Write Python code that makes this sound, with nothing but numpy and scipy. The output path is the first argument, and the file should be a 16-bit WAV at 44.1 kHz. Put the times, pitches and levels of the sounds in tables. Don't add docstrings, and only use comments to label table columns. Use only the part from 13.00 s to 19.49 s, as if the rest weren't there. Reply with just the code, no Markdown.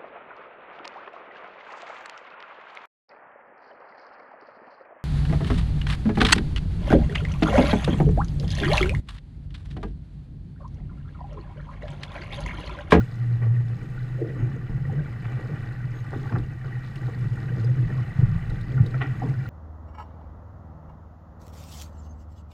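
import sys
import numpy as np
from scipy import signal
from scipy.fft import rfft, irfft, next_fast_len
from scipy.io import wavfile
from scipy.ndimage import uniform_filter1d

SR = 44100
rng = np.random.default_rng(int(sys.argv[2]) if len(sys.argv) > 2 else 0)


def unload_wav(signal):
    wavfile.write(
        sys.argv[1],
        SR,
        np.round(np.clip(np.atleast_2d(signal).T, -1, 1) * 32767).astype(np.int16),
    )


N = 286209
TIME = np.arange(N) / SR

# pitch_hz, width_hz, relative level_db
HULL_MODES = [(46.5, 37, -17), (101, 49, -10), (122, 16.6, 3.5), (133.3, 14, -7), (177, 37, -19)]
# crest_s, half_length_s, gurgle_db
PASSING_WAVES = [(.898, 0.17, -52), (1.46, 0.2, -46.5), (1.896, 0.22, -44.5), (2.539, 0.45, -50),
                 (3.278, 0.19, -48.5), (4.21, 0.28, -50), (4.674, 0.36, -43), (5.236, 0.065, -43),
                 (5.518, 0.067, -45.5), (5.838, 0.21, -42.5), (6.288, 0.23, -46)]
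CALM_GURGLE_DB = -51


def from_db(db):
    return 10 ** (np.asarray(db) / 20)


def rms_one(x):
    return x / np.sqrt(np.mean(x ** 2) + 1e-20)


def in_time(rows):
    s, *columns = np.transpose(rows)
    return [np.interp(TIME, s, column) for column in columns]


def drift(corner_hz):
    step = 40
    r = np.exp(-2 * np.pi * corner_hz * step / SR)
    noise = rng.standard_normal(N // step + 2002)
    slow = signal.lfilter([1], [1, -2 * r, r * r], noise)[2000:]
    return np.interp(np.arange(N) / step, np.arange(len(slow)), rms_one(slow))


def band(x, low_hz, high_hz, order=2):
    high_hz = np.clip(high_hz, low_hz + 10, SR / 2 - 10)
    sos = signal.butter(order, [low_hz, high_hz], "band", fs=SR, output="sos")
    return signal.sosfilt(sos, x + 1e-18)


def ring(clicks, hz, t60_s):
    r = np.exp(-np.log(1000) / (t60_s * SR))
    w = 2 * np.pi * hz / SR
    return signal.lfilter([0, np.sin(w)], [1, -2 * r * np.cos(w), r * r], clicks + 1e-18)


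def resonate(x, hz, width_hz):
    r = np.exp(-np.pi * width_hz / SR)
    zeros = np.array([1, 0, -1]) * (1 - r * r) / 2
    poles = [1, -2 * r * np.cos(2 * np.pi * hz / SR), r * r]
    return signal.lfilter(zeros, poles, x + 1e-18)


def colour(x, spectrum):
    hz, db = np.transpose(spectrum)
    size = next_fast_len(N)
    bins_hz = np.maximum(np.fft.rfftfreq(size, 1 / SR), 1)
    gain = from_db(np.interp(np.log(bins_hz), np.log(hz), db, -100, -100))
    return irfft(rfft(x, size) * gain, size)[:N]


def case(x):
    # pitch_hz, width_hz (before scaling by boost), boost_db (negative: hollow)
    case_modes = [(795, 85, 6), (1178, 70, 8), (1270, 70, -3), (1440, 260, 4), (1660, 110, -3),
                  (1915, 170, 8.5), (2190, 110, -4), (2335, 80, 6), (2490, 70, -3), (2610, 80, 5),
                  (2980, 130, 6), (3490, 100, 4), (3980, 200, 4), (5100, 400, 4), (6620, 380, 5)]
    for hz, width_hz, boost_db in case_modes:
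        x = x + (from_db(boost_db) - 1) * resonate(x, hz, width_hz / from_db(boost_db / 2))
    return x


def grains(per_s, spread_db):
    at = np.flatnonzero(rng.random(N) < per_s / SR)
    size_db = spread_db * np.minimum(rng.exponential(1, len(at)), 4)
    clicks = np.zeros(N)
    clicks[at] = from_db(size_db) * rng.choice([-1, 1], len(at))
    return clicks


def bubbles(clicks, low_hz, high_hz, cycles, count=24):
    size_class = rng.integers(0, count, N)
    out = np.zeros(N)
    for k, hz in enumerate(np.geomspace(low_hz, high_hz, count)):
        out += np.sqrt(hz) * ring(clicks * (size_class == k), hz, cycles / hz)
    return rms_one(out)


def swell(crest_s, rise_s, decay_s):
    t = TIME - crest_s
    return np.exp(-np.minimum(np.where(t < 0, (t / rise_s) ** 2, t / decay_s), 40))


def crests(calm_db, rows):
    power = from_db(calm_db) ** 2
    for s, half_s, db in rows:
        power = power + from_db(db) ** 2 * np.exp(-2 * ((TIME - s) / half_s) ** 2)
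    return np.sqrt(power)


def blips(rows, sag=0.028):
    out = np.zeros(N)
    for s, hz, peak_db, length_s in rows:
        first = max(int((s - length_s) * SR), 0)
        last = min(int((s + 6 * length_s) * SR), N)
        at = np.arange(first, last)
        age = (at / SR - s) / length_s
        phase = 2 * np.pi * np.cumsum(hz * (1 - sag * np.tanh(age))) / SR
        shape = np.exp(-np.where(age < 0, (2.7 * age) ** 2, np.hypot(age, .5) - .5))
        out[at] += from_db(peak_db) * np.sin(phase) * shape
    return out


def wake_blips(per_s, spread_db, length_s):
    when, pitch, size, length = rng.random((int(per_s * N / SR), 4)).T
    peak_s = when * N / SR
    pitch_hz = 850 * 3.6 ** pitch
    return rms_one(blips(np.column_stack([peak_s, pitch_hz, spread_db * size, length_s * (.5 + length)])))


def booms():
    # crest_s, half_length_s, level_db (rms)
    boom_crests = [(0.002, 0.042, -22.5), (0.232, 0.056, -24.5), (0.332, 0.06, -21), (0.492, 0.1, -18),
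                   (0.588, 0.043, -20), (0.676, 0.09, -25.5), (1.021, 0.022, -27.5), (1.163, 0.065, -29),
                   (1.27, 0.046, -29.5), (1.435, 0.018, -19.5), (1.48, 0.013, -21.5), (1.763, .022, -29.5),
                   (1.825, 0.012, -21.5), (1.884, 0.015, -25.5), (1.992, 0.02, -18), (2.268, 0.016, -25),
                   (2.367, 0.031, -25), (2.539, 0.011, -23.5), (2.632, 0.02, -25), (2.853, 0.013, -24.5),
                   (2.915, .018, -23.5), (3.02, 0.022, -26.5), (3.197, 0.0095, -26.5), (3.438, 0.045, -30),
                   (3.665, 0.017, -25), (3.773, 0.051, -27.5), (4.058, 0.048, -25.5), (4.201, 0.052, -25.5),
                   (4.273, 0.017, -21.5), (4.326, 0.021, -20), (4.546, 0.017, -18.5), (4.626, 0.026, -20.5),
                   (4.704, 0.08, -21), (4.808, 0.04, -21), (4.989, 0.047, -21.5), (5.766, 0.035, -18),
                   (5.941, 0.036, -26.5), (6, 0.048, -25.5), (6.111, 0.035, -26.5), (6.311, 0.031, -22),
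                   (6.395, 0.018, -25)]
    # time_s, pitch_hz
    pitch_curve = [(0.4, 119.3), (1.4, 122), (1.85, 126.5), (2.0, 138.3), (2.25, 122), (3.75, 125.2),
                   (4.25, 118), (4.8, 123), (5.0, 128), (5.85, 132), (6.3, 122)]
    waver_hz, waver_db = 3.46, 0.5
    pitch_hz, = in_time(pitch_curve)
    phase = 2 * np.pi * np.cumsum(pitch_hz + waver_hz * drift(8.35)) / SR
    tone = np.sqrt(2) * np.sin(phase)
    return tone * crests(-np.inf, boom_crests) * from_db(waver_db * drift(17))


def thumps():
    # start_s, push level_db
    pounding = [(3.337, -15.5), (3.368, -19.5), (5.187, -10), (5.2271, -9.5), (5.285, -16.5), (5.315, -18),
                (5.353, -18.5), (5.80, -6.5), (5.827, -13)]
    pushes = np.zeros(N)
    for s, level_db in pounding:
        pushes[round(s * SR)] = from_db(level_db)
    rung = sum(from_db(db / 2) * ring(pushes, hz, t60_s=0.056) for hz, _, db in HULL_MODES)
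    return band(rung, 97, 171.6)


def drone():
    calm_drone_db = -34
    follow_share = 0.83
    hum = np.zeros(N)
    for hz, width_hz, db in HULL_MODES:
        narrow = resonate(rng.standard_normal(N), hz, width_hz)
        hum += from_db(db) * rms_one(resonate(narrow, hz, 4 * width_hz))
    strength = np.sqrt(uniform_filter1d(hum ** 2, int(.08 * SR)) + 1e-12)
    heave = crests(CALM_GURGLE_DB, PASSING_WAVES) / from_db(CALM_GURGLE_DB)
    return hum / strength * from_db(calm_drone_db) * heave ** follow_share


def water():
    # time_s, rush_db, spray_db (before a 1.54 dB lift)
    flow = [(0.0, -50.5, -64), (0.54, -52, -68.5), (0.96, -50.5, -65.5), (1.61, -50.5, -68.5),
            (2.49, -47.5, -65.5), (2.96, -49.5, -67.5), (3.25, -47.5, -63), (3.47, -51, -67.5),
            (3.74, -49, -66.5), (4.07, -48.5, -64), (5.46, -46.5, -65.5), (5.75, -49, -65.5),
            (6.14, -46.5, -64), (6.49, -49, -65)]
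    # pitch_hz, relative level_db per Hz
    gurgle_spectrum = [(110, -39.5), (170, -5.5), (205, 5), (255, -4), (315, 5), (400, -4), (470, 0),
                       (600, -12.5), (1000, -35.5)]
    rush_spectrum = [(350, -17.5), (620, 0), (800, -1), (1000, -5.5), (1500, 1), (1950, 0.5), (2200, -4),
                     (3000, -10.5), (3600, -32.5), (7000, -51.5)]
    spray_spectrum = [(1800, -34), (3300, 0.5), (4200, 0.5), (5200, -4), (5700, -7), (8500, -7.5),
                      (10000, -12.5), (14500, -11)]
    rush_db, spray_db = in_time(flow)
    heave = crests(CALM_GURGLE_DB, PASSING_WAVES)
    eddies = drift(19.3)

    gurgle = bubbles(grains(500, spread_db=3.5), 179.0, 659, cycles=11.4)
    gurgle += from_db(15) * rng.standard_normal(N)
    gurgle = rms_one(colour(gurgle, gurgle_spectrum))

    rush = bubbles(grains(700, spread_db=1.5), 632, 3440, cycles=11)
    rush += from_db(-2.5) * wake_blips(per_s=120, spread_db=3, length_s=0.002602)
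    rush += from_db(10.0) * rng.standard_normal(N)
    rush = rms_one(case(colour(rush, rush_spectrum)))

    ticks_per_s = 600 * from_db(1.5 * (spray_db - spray_db.mean()) + 4 * drift(30))
    ticks = bubbles(grains(ticks_per_s, spread_db=4.5), 3210, 10000, cycles=26)
    spray = ticks * from_db(-6.0) + rng.standard_normal(N)
    spray = rms_one(case(colour(spray, spray_spectrum)))

    return (gurgle * heave * from_db(2.94 * eddies)
            + rush * from_db(rush_db + 1.0 * eddies)
            + spray * from_db(spray_db + 1.54 + .5 * eddies))


def slaps():
    folding_waves = [(.435, -44.5, -48, 0.047, 2140, 492), (1.222, -57.5, -35.5, 0.04, 910, 450),
                     (1.405, -48, -42.5, 0.085, 2370, 302), (1.985, -50, -45, 0.03, 1700, 480),
                     (2.25, -40, -58, 0.0099, 2530, 507), (2.33, -43, -62, 0.01, 2539, 500),
                     (2.40, -49, -49.5, 0.069, 1500, 477), (3.121, -42, -36.5, 0.0086, 1930, 400),
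                     (3.138, -38, -33, 0.018, 1730, 320), (3.25, -47.5, -51, 0.055, 2160, 324),
                     (3.326, -42, -33.5, 0.021, 1810, 218.6), (3.357, -35, -35.5, 0.016, 2069, 402),
                     (3.651, -44.5, -47, 0.018, 1900, 388), (4.087, -46, -43.5, 0.028, 1210, 357),
                     (5.782, -42, -36, 0.022, 1960, 201), (5.945, -37.5, -42.5, 0.011, 2365, 445),
                     (6.017, -28.5, -34, 0.016, 2780, 349.2), (6.057, -46.5, -63, 0.056, 2730, 343),
                     (6.235, -39, -34.5, 0.03, 1110, 205)]
    # pitch_hz, relative level_db per Hz
    splash_spectrum = [(120, 17), (340, 9.5), (480, 6), (620, -0.5), (800, -0.5), (1000, -3.5),
                       (1400, -1.5), (1900, -1.5), (3200, -4), (9000, -26.5)]
    rise_share = 0.43
    gulp_lag_s, gulp_stretch = 0.0043, 2.05
    splash_low_hz = 635
    gulp_spread = 1.364
    pockets = bubbles(grains(1200, spread_db=4.0), 299, 3140, cycles=22)
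    source = rms_one(grains(1400, spread_db=4.5)) + from_db(-10) * pockets
    source += from_db(-5) * rng.standard_normal(N)
    splash = case(colour(source, splash_spectrum))
    out = np.zeros(N)
    for crest_s, splash_db, gulp_db, decay_s, top_hz, gulp_hz in folding_waves:
        hit = swell(crest_s, rise_share * decay_s, decay_s)
        gulp_decay_s = gulp_stretch * decay_s
        gulp = swell(crest_s + gulp_lag_s, rise_share * gulp_decay_s, gulp_decay_s)
        bright = band(splash * hit, splash_low_hz, top_hz, order=4)
        low = band(splash * gulp, gulp_hz / gulp_spread, gulp_hz * gulp_spread, order=4)
        for level_db, shape, burst in (splash_db, hit, bright), (gulp_db, gulp, low):
            out += from_db(level_db) * burst * np.sqrt(np.sum(shape ** 2) / np.sum(burst ** 2))
    return out


def knocks():
    # start_s, blow level_db, contact hardness_hz
    strikes = [(2.244, -42, 4000), (2.323, -42, 4500), (3.147, -40, 1900), (3.3244, -28.5, 1300),
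               (3.337, -22, 480), (3.352, -41, 3000), (3.3697, -27.5, 700), (6.0105, -38, 2400),
               (6.015, -32, 2400)]
    # pitch_hz, relative level_db, t60_s
    panel_modes = [(353, -3.5, 0.065), (450, -12, 0.074), (833, -1.5, 0.018), (1113, -4, 0.035),
                   (1430, -7, .015), (1800, -4, 0.063), (2410, -2, 0.015)]
    blows = np.zeros(N)
    for s, level_db, hard_hz in strikes:
        click = signal.unit_impulse(N, round(s * SR)) + 1e-18
        blows += from_db(level_db) * signal.sosfilt(signal.butter(2, hard_hz, fs=SR, output="sos"), click)
    return sum(from_db(db) * ring(blows, hz, t60_s) for hz, db, t60_s in panel_modes)


def plops():
    pinches = [(.008, 1454, -31.5), (.424, 1925, -41), (.566, 1900, -39), (0.979, 1474, -37.5),
               (1.193, 540, -34), (1.218, 450, -22), (1.222, 329, -23), (1.249, 464, -28.5),
               (1.269, 345, -37), (1.303, 490, -40), (1.403, 262, -31), (1.428, 370, -35),
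               (1.565, 470, -36), (1.854, 1910, -36), (1.899, 800, -36), (1.993, 1610, -38.5),
               (2.06, 1450, -40), (2.449, 474, -38), (2.498, 482, -38), (2.566, 1410, -41),
               (3.136, 375, -44), (3.166, 300, -34), (3.244, 1167, -42), (3.259, 840, -40),
               (3.296, 1590, -36.5), (3.306, 880, -41), (3.364, 770, -32), (3.396, 316, -29.5),
               (3.613, 1810, -41), (3.645, 1420, -45), (3.685, 1186, -41), (3.755, 1925, -36),
               (3.772, 1730, -45), (4.09, 474, -35.5), (4.147, 1910, -38.5), (4.374, 1440, -38.5),
               (4.492, 1590, -38), (4.52, 483, -36.5), (4.644, 463, -34.5), (4.691, 510.7, -38),
               (4.903, 1801, -37), (4.924, 1425, -40), (4.984, 1110, -40), (5.109, 1940, -36.5),
               (5.78, 1425, -36), (5.944, 1378, -33.5), (6.024, 1950, -26), (6.057, 1410, -35),
               (6.062, 1930, -33), (6.222, 765, -25), (6.236, 488.8, -31.5), (6.243, 270, -28),
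               (6.259, 430, -31), (6.341, 1524, -41), (6.458, 1440, -36.5)]
    ring_s, ring_hz = .0095, 354
    return blips([(s, hz, peak_db, ring_s * np.sqrt(ring_hz / hz)) for s, hz, peak_db in pinches])


def drops():
    big_drops = [(.5536, -51), (3.384, -48), (3.955, -40), (4.329, -48), (4.643, -44), (5.498, -44.5),
                 (5.6096, -46), (5.861, -41), (6.021, -43)]
    pings_hz = 3560 * (1 + 0.22 * rng.standard_normal(len(big_drops)))
    patter = rng.standard_normal(N)
    out = np.zeros(N)
    for (s, level_db), hz in zip(big_drops, pings_hz):
        splash = patter * swell(s + 0.0024, rise_s=0.00088, decay_s=0.0051)
        out += from_db(level_db - 2.5) * (0.25 * splash + 6.7 * resonate(splash, hz, 280))
    return band(out, 1100, 12000, order=4)


def squeaks():
    # start_s, length_s, pitch_hz, level_db of the fundamental's peak
    slips = [(1.366, 0.1, 6570, -70), (2.932, 0.1, 6490, -65)]
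    waver = 1 + 0.0068 * drift(90)
    out = np.zeros(N)
    for s, length_s, hz, level_db in slips:
        phase = 2 * np.pi * np.cumsum(hz * waver) / SR
        shape = np.sqrt(np.abs(np.sin(np.pi * np.clip((TIME - s) / length_s, 0, 1))))
        out += from_db(level_db) * shape * (np.sin(phase) + from_db(-10) * np.sin(2 * phase))
    return out


def wind():
    # peak_s, rumble_db, decay_s
    gust_rows = [(.93, -39.5, 0.13), (1.41, -34, .06), (1.74, -31.5, 0.15), (3.44, -32, 0.03),
                 (4.25, -36, 0.23), (4.87, -31, 0.074), (5.26, -25, 0.3), (5.82, -37, .15),
                 (6.25, -31, 0.052)]
    # pitch_hz, relative level_db per Hz
    rumble_spectrum = [(10, -8.5), (20, -1), (30, 3), (42, -2), (75, -3), (100, -9.5), (170, -3.5),
                       (300, -42)]
    breeze_db, gust_rise_s = -43, 0.047
    power = from_db(breeze_db) ** 2
    for s, db, decay_s in gust_rows:
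        power = power + (from_db(db) * swell(s, gust_rise_s, decay_s)) ** 2
    rumble = rms_one(colour(rng.standard_normal(N), rumble_spectrum))
    return rumble * np.sqrt(power) * from_db(1.0 * drift(9.8))


def scene():
    hull = booms() + thumps() + drone()
    sea = water() + slaps() + knocks() + plops() + drops()
    return (hull + sea + squeaks() + wind())[None]


def record(dry):
    sos = signal.ellip(10, .2, 80, 15200, fs=SR, output="sos")
    return signal.sosfilt(sos, dry)


dry = scene()
out = record(dry)
unload_wav(out)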